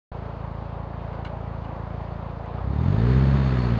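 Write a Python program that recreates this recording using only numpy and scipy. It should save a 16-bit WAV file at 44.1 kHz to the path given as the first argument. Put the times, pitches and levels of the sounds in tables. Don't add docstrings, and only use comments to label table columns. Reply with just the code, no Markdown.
import sys
import numpy as np
from scipy import signal
from scipy.fft import rfft, irfft
from scipy.io import wavfile
from scipy.ndimage import uniform_filter1d

SR = 44100
rng = np.random.default_rng(int(sys.argv[2]) if len(sys.argv) > 2 else 0)


def voltage_ratio(level):
    return 10 ** (np.asarray(level, float) / 20)


def materialize(psi):
    bounded = np.clip(np.atleast_2d(psi).T, -1, 1)
    quanta = np.round(bounded * 32767).astype(np.int16)
    wavfile.write(sys.argv[1], SR, quanta)


N = 167139


def rms_one(x):
    return x / np.sqrt(np.mean(x ** 2) + 1e-20)


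def at_hz(points, hz):
    p = np.array(points)
    return np.interp(np.log(hz), np.log(p[:, 0]), p[:, 1])


def drift(rate):
    r = np.exp(-80 * np.pi * rate / SR)
    slow = signal.lfilter([1], [1, -2 * r, r * r], rng.standard_normal(N // 40 + 2002))[2000:]
    return np.interp(np.arange(N) / 40, np.arange(len(slow)), rms_one(slow))


def causal(x, points, fall_db=25.5, lag=1):
    size = 2 ** 15
    hz = np.maximum(np.arange(size // 2 + 1) * SR / size, 2)
    octaves_below = np.maximum(np.log2(points[0][0] / hz), 0)
    octaves_above = np.maximum(np.log2(hz / points[-1][0]), 0)
    level_db = at_hz(points, hz) - fall_db * (octaves_below + octaves_above)
    cep = irfft(np.log(voltage_ratio(level_db)))
    cep[1:size // 2] *= 2
    cep[size // 2 + 1:] = 0
    log = rfft(cep)
    response = np.roll(irfft(np.exp(log.real + 1j * lag * log.imag)), size // 2)
    return signal.fftconvolve(x, response)[size // 2:size // 2 + N]


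def ring(x, hz, t60):
    r = voltage_ratio(-60 / (t60 * SR))
    w = 2 * np.pi * hz / SR
    return signal.lfilter([0, np.sin(w)], [1, -2 * r * np.cos(w), r * r], x + 1e-18)


def patchy(points, patchy_db):
    out = 0
    together = drift(3.0)
    edges = 200 * 2 ** np.arange(0, 6, .5)
    white = rng.standard_normal((2, N))
    for k, (low, high) in enumerate(zip(edges, edges[1:])):
        band_filter = signal.butter(2, [low, high], "band", fs=SR, output="sos")
        band = signal.sosfilt(band_filter, white[k % 2])
        out = out + band * voltage_ratio(patchy_db * (.5 * together + drift(12.0)))
    return rms_one(causal(out, points, fall_db=28.0))


FIRST_FIRING_S = .1100
IDLE_LOAD_DB, FULL_LOAD_DB = -59, -46
# [time_s, exhaust_level_db, load_level_db]
ENGINE = [(.1, -34.5, -63.5), (1.0, -34, -71), (1.999, -34, -66.5), (2.502, -34.5, -68.5),
          (2.599, -29.5, -67.5), (2.7, -24.5, -59), (2.801, -21, -53.5), (2.88, -17.5, -50),
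          (2.961, -18, -48.5), (3.04, -19.5, -47), (3.108, -19, -44), (3.199, -19, -45),
          (3.32, -19.5, -44.5), (3.45, -21.5, -45), (3.6, -23, -44.5), (3.79, -21, -45.5)]
# [time_s, firings_per_s (Hz)]
SPEED = [(0.1, 27.29), (0.6, 27.91), (1.1, 28.23), (1.6, 27.69), (2.1, 28.19), (2.5, 28.03), (2.6, 30.12),
         (2.7, 33.47), (2.8, 39.5), (2.9, 47.19), (3.0, 56.46), (3.08, 61.07), (3.16, 65.17), (3.26, 67.28),
         (3.35, 68.62), (3.45, 66.36), (3.6, 61.46), (3.79, 55.97)]


def controls():
    time_s, exhaust_db, load_db = np.transpose(ENGINE)
    t = np.arange(N) / SR
    rate = uniform_filter1d(np.interp(t, *np.transpose(SPEED)), size=1500)
    turns = np.cumsum(rate) / SR
    turns = turns - np.interp(FIRST_FIRING_S, t, turns)
    load = (np.interp(t, time_s, load_db) - IDLE_LOAD_DB) / (FULL_LOAD_DB - IDLE_LOAD_DB)
    return turns, rate, np.interp(t, time_s, exhaust_db), load


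ROAR_DB, ROAR_GATE = -39.5, 0.04
# [pitch_hz, level_db (dB per Hz)]
ROAR = [(230, -11.5), (344, -6.5), (560, -1), (1000, -3), (1500, -14.5), (2300, -23), (4600, -34),
        (9000, -65.5)]


def steady_roar(turns):
    pulse = 1 + ROAR_GATE * np.cos(2 * np.pi * (turns - .15))
    return voltage_ratio(ROAR_DB) * patchy(ROAR, patchy_db=1.03) * pulse


RUMBLE_DB, RUMBLE_FOLLOWS, RUMBLE_HZ = -46.5, 0.69, (80, 278)


def rumble(db):
    band_filter = signal.butter(2, RUMBLE_HZ, "band", fs=SR, output="sos")
    noise = signal.sosfilt(band_filter, rng.standard_normal(N))
    return rms_one(noise) * voltage_ratio(RUMBLE_DB + RUMBLE_FOLLOWS * (db - db.min()))


RUSH_DB, RUSH_GATE, RUSH_FOLLOWS = -37.5, .3, 1.0
# [pitch_hz, level_db (dB per Hz)]
RUSH = [(300, -11), (420, -5), (700, -11), (1100, -10), (1750, -15), (2400, -20), (4600, -29), (9000, -64)]
# [pitch_hz, width_hz, level_db]
WHINES = [(400, 25, -42.5), (1770, 140, -52), (3620, 35, -61), (4365, 160, -59), (6570, 480, -74.5)]


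def rush(turns, load):
    pulse = 1 + RUSH_GATE * np.cos(2 * np.pi * (turns - .1))
    out = voltage_ratio(RUSH_DB) * pulse * patchy(RUSH, patchy_db=0.26)
    for pitch_hz, width_hz, level_db in WHINES:
        whine = rms_one(ring(rng.standard_normal(N), pitch_hz, 2.4 / width_hz))
        out = out + voltage_ratio(level_db + 2.9 * drift(12.0)) * whine
    return out * voltage_ratio(RUSH_FOLLOWS * (FULL_LOAD_DB - IDLE_LOAD_DB) * (load - 1))


RATTLE_FADE_DB, CLICK_CUT_HZ = 9.5, 9000
# [start_s, level_db, pitch_hz, rattle_length_s]
CLICKS = [
    (1.077, -58, 4000, 0.011),
    (1.129, -47.5, 2090, .02),
    (1.249, -37.5, 2720, .03),
    (1.624, -55, 3280, 0.0048),
    (1.644, -48, 2250, .014),
    (2.458, -54, 6000, .008),
]
# [pitch_hz, level_db, ring_time_s (60 dB fall)]
LINKAGE = [(1535, 5.5, 0.045), (2050, -3, .03), (2250, -1.5, 0.02), (2884, 0, 0.017), (3430, -5.5, 0.0086),
           (4000, -6.5, 0.016), (4560, -9, 0.009), (6300, -15, .006), (7900, -24, .006)]


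def clicks():
    out = np.zeros(N)
    for mode_hz, mode_db, ring_time_s in LINKAGE:
        hits = np.zeros(N)
        for start_s, level_db, pitch_hz, length_s in CLICKS:
            late = np.r_[0, rng.random(11)]
            near_db = -6.0 * abs(np.log2(mode_hz / pitch_hz)) - RATTLE_FADE_DB * late
            hit_db = level_db + mode_db + near_db + rng.normal(0, 2.1, 12)
            at = ((start_s + length_s * late) * SR).astype(int)
            hits[at] = voltage_ratio(hit_db) * rng.choice([-1, 1], 12)
        out += ring(hits, mode_hz, ring_time_s)
    soften = signal.butter(2, CLICK_CUT_HZ, fs=SR, output="sos")
    return signal.sosfilt(soften, voltage_ratio(-2.5) * out)


SCATTER_DB, LOAD_SCATTER_DB, JITTER_S = .9, .4, .00008
IDLE_PUFF_DB, OPENING_DB = -32.5, 6
IDLE_LAG, LOAD_LAG = .78, .1
IDLE_UNEVEN = 0.1
STUMBLE_S, STUMBLE_DB = 2.963, -7
SLOW_CUT_HZ = 187
ECHO_S, ECHO_SHARE, ECHO_FROM_HZ, ECHO_FULL_HZ = 0.0085, 0.33, 42.3, 62.5
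GROWL_HZ, GROWL_T60_S, GROWL_DB, FULL_GAIN_HZ_PER_S = 421, 0.052, 9, 56
CYLINDER_DB = [1.7, 0.86, -1.3, .5]
CYLINDER_LATE_S = [.0004, -.00025, -.00015, 0]
# [pitch_hz, level_db]
IDLE_PIPE = [(20, -43), (28, -22.5), (56, 2), (112, 1.5), (168, -2), (200, -12), (228, -13), (300, -29.5)]
# [pitch_hz, level_db]
LOAD_PIPE = [(40, -21.5), (62, 1.5), (95, -1.5), (135, -0.5), (188, -5.5), (225, -7), (290, -20.5),
             (520, -30.5)]


def exhaust(turns, rate, db):
    k = np.arange(-3, int(turns[-1]) + 1)
    chance = rng.standard_normal((400, 2))[:len(k)]
    at = np.interp(k, turns, np.arange(N)) + JITTER_S * SR * chance[:, 0]
    at = np.clip(at, 0, N - 1).astype(int)
    share = np.clip((db - IDLE_PUFF_DB) / OPENING_DB, 0, 1)
    late = (np.array(CYLINDER_LATE_S)[k % 4] * SR * share[at]).astype(int)
    at = np.clip(at + late, 0, N - 1)

    spread_db = SCATTER_DB + (LOAD_SCATTER_DB - SCATTER_DB) * share[at]
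    uneven_db = np.array(CYLINDER_DB)[k % 4] * (IDLE_UNEVEN + (1 - IDLE_UNEVEN) * share[at])
    uneven_db[np.argmin(abs(at / SR - STUMBLE_S))] += STUMBLE_DB
    puffs = np.zeros(N)
    puffs[at] = voltage_ratio(uneven_db + spread_db * chance[:, 1] + db[at]) / np.sqrt(rate[at])

    idle = np.roll(causal(puffs * (1 - share), IDLE_PIPE, fall_db=16.0, lag=IDLE_LAG), 90)
    loaded = np.roll(causal(puffs * share, LOAD_PIPE, fall_db=18.5, lag=LOAD_LAG), 60)
    fast = np.clip((rate - ECHO_FROM_HZ) / (ECHO_FULL_HZ - ECHO_FROM_HZ), 0, 1)
    dull = signal.sosfiltfilt(signal.butter(1, SLOW_CUT_HZ, fs=SR, output="sos"), loaded)
    loaded = fast * loaded + (1 - fast) * voltage_ratio(1.5) * dull
    loaded = loaded + ECHO_SHARE * fast * np.roll(loaded, int(ECHO_S * SR))

    speed_gain = uniform_filter1d(np.gradient(rate) * SR, size=6000)
    gaining = np.clip(speed_gain / FULL_GAIN_HZ_PER_S, .25, 1)
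    rasp = ring(puffs * fast * gaining, GROWL_HZ, GROWL_T60_S)
    rasp = ring(rasp, GROWL_HZ, 0.0093)
    growl = np.roll(rasp, 60) * 2 * np.pi * GROWL_HZ / SR
    return voltage_ratio(67.5) * idle + voltage_ratio(68.5) * loaded + voltage_ratio(GROWL_DB) * growl


def scene():
    turns, rate, db, load = controls()
    background = steady_roar(turns) + rumble(db)
    car = rush(turns, load) + clicks() + exhaust(turns, rate, db)
    return (background + car)[None]


OPEN_S, OPEN_FADE_S = 0.1158, 0.0037
# [pitch_hz, level_db]
MIC = [(20, 1.5), (4700, -1), (5500, -4), (6600, 1.5), (8000, -2.5), (10000, -10), (20000, -3.5)]


def microphone(dry):
    gate = np.clip((np.arange(N) / SR - OPEN_S) / OPEN_FADE_S, 0, 1)
    return causal(dry[0], MIC)[None] * gate


def top_cut(x):
    return signal.sosfilt(signal.butter(12, 10000, fs=SR, output="sos"), x)


def record(dry):
    heard = microphone(dry)
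    return top_cut(heard)


dry = scene()
out = record(dry)
materialize(out)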